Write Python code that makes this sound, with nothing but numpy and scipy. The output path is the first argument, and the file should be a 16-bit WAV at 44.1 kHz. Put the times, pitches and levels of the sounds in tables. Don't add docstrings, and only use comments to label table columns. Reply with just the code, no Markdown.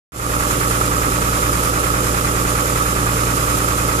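import sys
import numpy as np
from scipy import signal
from scipy.fft import rfft, irfft
from scipy.io import wavfile

SR = 44100
rng = np.random.default_rng(int(sys.argv[2]) if len(sys.argv) > 2 else 0)


def wav_out(sig):
    wavfile.write(sys.argv[1], SR, np.round(np.clip(np.atleast_2d(sig).T, -1, 1) * 32767).astype(np.int16))


N = 176400
CYCLE_HZ, CYLINDERS = 9.76, 6
TIME = np.arange(N) / SR
FREQS = np.maximum(np.arange(N // 2 + 1) * SR / N, 1)
CYCLE_PLACE = TIME * CYCLE_HZ % 1

# freq_hz, left_db_per_hz, right_db_per_hz
FAN_ROAR = [(200, -87, -67), (450, -65.5, -63), (800, -66.5, -67), (1500, -71, -76.5), (2300, -73, -71)]
# freq_hz, left_db_per_hz, right_db_per_hz
JET_HISS = [(2780, -67, -64), (3600, -72, -65.5), (4600, -74, -67.5), (4900, -71.5, -63.5),
            (5940, -71.5, -65), (6540, -70.0, -61.5), (7500, -69.5, -58), (7980, -73, -64.5),
            (8060, -66.5, -65.5), (8660, -65.5, -66.5), (9300, -77.5, -63.5), (9700, -83.0, -61.5),
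            (10500, -82.0, -62.5), (11600, -77, -62.5), (12350, -77, -64), (15100, -87.5, -69)]
# pitch_hz, width_hz, right_level_db
JET_WHISTLES = [(6710, 35, -45), (7430, 300, -39), (9360, 50, -37), (9555, 50, -33.5)]
# freq_hz, left_db_per_hz, right_db_per_hz
COMPRESSOR_CLATTER = [(400, -82, -80), (810, -63.5, -66.5), (1240, -57.5, -54.5), (1450, -57.5, -58.5),
                      (1740, -73, -57), (1860, -60, -64.5), (1900, -60.5, -61.5), (2310, -67, -62.5),
                      (2520, -62.5, -58.5), (2790, -79.5, -76.5), (3980, -75, -78.5), (8000, -100, -100)]
# freq_hz, level_db_per_hz
BLOCK_RING = [(150, -102), (210, -66.5), (250, -53), (330, -57.5), (430, -55.5), (600, -57), (690, -66.5),
              (800, -59.5), (1000, -61), (1500, -77), (3000, -86.5)]
# place_cycles, strength_db
GEAR_KNOCKS = [(.015, -6.5), (.165, -8.5), (.22, -1.5), (.30, -9.5), (0.348, -4.5), (0.419, -9), (.467, -9),
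               (.56, -6.5), (.61, 4.5), (.675, -9.5), (.755, -20.5), (.88, -8), (.96, 5.5)]
# pitch_cycle_harmonic, level_db
GEAR_SIDE_TONES = [(114, -36), (117, -31), (121, -41.5), (123, -44), (145, -32)]
# freq_hz, level_db_per_hz
HOUSING_RING = [(700, -69.5), (1000, -71), (1130, -54), (1220, -50.5), (1330, -51), (1450, -55.5),
                (1600, -79), (2500, -75), (4000, -89)]
# freq_hz, level_db_per_hz
EXHAUST_RUMBLE = [(20, -65), (60, -58), (95, -64.5), (120, -54), (165, -52), (205, -60.5), (260, -63),
                  (500, -62.5), (1000, -70), (3000, -100)]
# pitch_cycle_harmonic, level_db
DRONE_TONES = [(2, -46), (4, -41), (5, -47), (6, -26.5), (8, -54), (9, -39.5), (10, -42), (12, -27.5),
               (16, -39), (18, -34.5), (20, -44), (21, -43), (30, -34.5), (32, -41), (33, -45), (42, -40.5),
               (47, -42.5), (48, -41), (51, -54.5), (52, -36), (53, -48.5), (60, -43.5), (61, -38),
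               (63, -46)]
# freq_hz, left_minus_right_db
ENGINE_BALANCE = [(25, -6), (60, -1.5), (90, 1), (170, -1), (290, -3), (500, -3.5), (900, -3), (1150, -8),
                  (1300, -5), (2000, 2.5)]


def from_db(db):
    return 10 ** (np.asarray(db) / 20)


def rms_one(x):
    return x / np.sqrt(np.mean(x ** 2) + 1e-20)


def eq_curves(table):
    hz, *columns = np.transpose(table)
    return np.array([from_db(np.interp(np.log(FREQS), np.log(hz), db)) for db in columns])


def colour(noise, table):
    return irfft(rfft(noise) * eq_curves(table), N) * np.sqrt(SR / 2)


def drift(rate_hz):
    wobble = irfft(rfft(rng.standard_normal(N)) / (1 + (FREQS / rate_hz) ** 2), N)
    return wobble / wobble.std()


def tone(hz, db, phase_turns):
    return np.sqrt(2) * from_db(db) * np.sin(2 * np.pi * (hz * TIME + phase_turns))


def swell(depth_db, peak_place):
    return rms_one(from_db(depth_db * np.cos(2 * np.pi * (CYCLE_PLACE - peak_place))))


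def cyclic_noise(repeat_share):
    size = int(SR / CYCLE_HZ)
    loop = rms_one(irfft(np.exp(2j * np.pi * rng.random(size // 2 + 1)), size))
    looped = np.interp(CYCLE_PLACE, np.arange(size) / size, loop, period=1)
    return np.sqrt(repeat_share) * looped + np.sqrt(1 - repeat_share) * rng.standard_normal(N)


def reflections(sound, count=6, gain=.14):
    delays_s = rng.uniform(.003, .028, (2, count))
    lags = (delays_s * SR).astype(int)
    echoes = np.array([sum(np.roll(side, lag) for lag in row) for side, row in zip(sound, lags)])
    return (sound + gain * echoes) / np.sqrt(1 + count * gain ** 2)


def from_the_right(sound, left_lag_s=.00032):
    balance = eq_curves(ENGINE_BALANCE)[0]
    right = rfft(sound) * np.sqrt(2 / (1 + balance ** 2))
    left = right * balance * np.exp(-2j * np.pi * FREQS * left_lag_s)
    return irfft(np.vstack([left, right]), N)


def fan_roar_and_air_jet(flutter_db=.8, wander_db=.7, whistle_left_db=-13):
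    air = colour(rng.standard_normal((2, N)), list(FAN_ROAR) + list(JET_HISS))
    pan = from_db([[whistle_left_db], [0]])
    for hz, width_hz, db in JET_WHISTLES:
        resonance = 1 / (1 + ((FREQS - hz) / (.93 * width_hz)) ** 2)
        whistle = rms_one(irfft(rfft(rng.standard_normal((2, N))) * resonance, N))
        air += whistle * pan * from_db(db + wander_db * drift(rate_hz=2.5))
    return air * from_db(flutter_db * drift(rate_hz=27))


def fan_hum():
    return tone(hz=374.1, db=-36.5, phase_turns=rng.random())


def compressor_clatter(rattle_db=1.4):
    rattle = from_db(rattle_db * drift(rate_hz=90))
    envelope = rms_one(swell(depth_db=3.5, peak_place=.15) * rattle)
    noise = np.array([cyclic_noise(repeat_share=.28) for side in range(2)])
    return colour(envelope * noise, COMPRESSOR_CLATTER)


def engine_block(throb_depth=.27, peak_place=.086):
    throb = rms_one(1 + throb_depth * np.cos(2 * np.pi * 2 * CYLINDERS * (CYCLE_PLACE - peak_place)))
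    return colour(cyclic_noise(repeat_share=.63) * throb, BLOCK_RING)


def gear_knocks(attack_s=.0026, decay_s=.004, scatter_db=.9):
    envelope = .25
    for place, db in GEAR_KNOCKS:
        since_s = ((CYCLE_PLACE - place + .5) % 1 - .5) / CYCLE_HZ
        falloff = np.where(since_s < 0, .5 * (since_s / attack_s) ** 2, since_s / decay_s)
        envelope += from_db(db) * np.exp(-falloff)
    return rms_one(envelope * from_db(scatter_db * drift(rate_hz=30)))


def gears(mesh_harmonic=132):
    knocks = gear_knocks()
    whine = knocks * tone(mesh_harmonic * CYCLE_HZ, db=-26, phase_turns=rng.random())
    softened = knocks ** .7
    shake = rms_one(softened * swell(depth_db=2.2, peak_place=.36))
    side_tones = sum(tone(harmonic * CYCLE_HZ, db, rng.random()) for harmonic, db in GEAR_SIDE_TONES)
    housing = colour(shake * cyclic_noise(repeat_share=.43), HOUSING_RING)
    return whine + shake * side_tones + housing


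def exhaust_rumble():
    return colour(rng.standard_normal(N), EXHAUST_RUMBLE)


def exhaust_drone(waver_depth=.054):
    drone = np.zeros(N)
    for harmonic, db in DRONE_TONES:
        lag_turns = (harmonic / CYLINDERS / 2) ** 2
        waver = 1 + waver_depth * drift(rate_hz=7)
        drone += tone(harmonic * CYCLE_HZ, db, -lag_turns) * waver
    return drone


def scene():
    engine = fan_hum() + exhaust_drone() + engine_block() + exhaust_rumble() + gears()
    return from_the_right(engine) + reflections(compressor_clatter() + fan_roar_and_air_jet())


def record(dry, start_s=.12, fade_s=.35, start_gain=.069, cutoff_hz=14200):
    fade_left = np.clip(1 - (TIME - start_s) / fade_s, 0, 1) ** 1.94
    fade = (TIME > start_s) * (1 - (1 - start_gain) * fade_left)
    lowpass = signal.ellip(12, .1, 90, cutoff_hz, fs=SR, output="sos")
    return signal.sosfilt(lowpass, dry * fade)


dry = scene()
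out = record(dry)
wav_out(out)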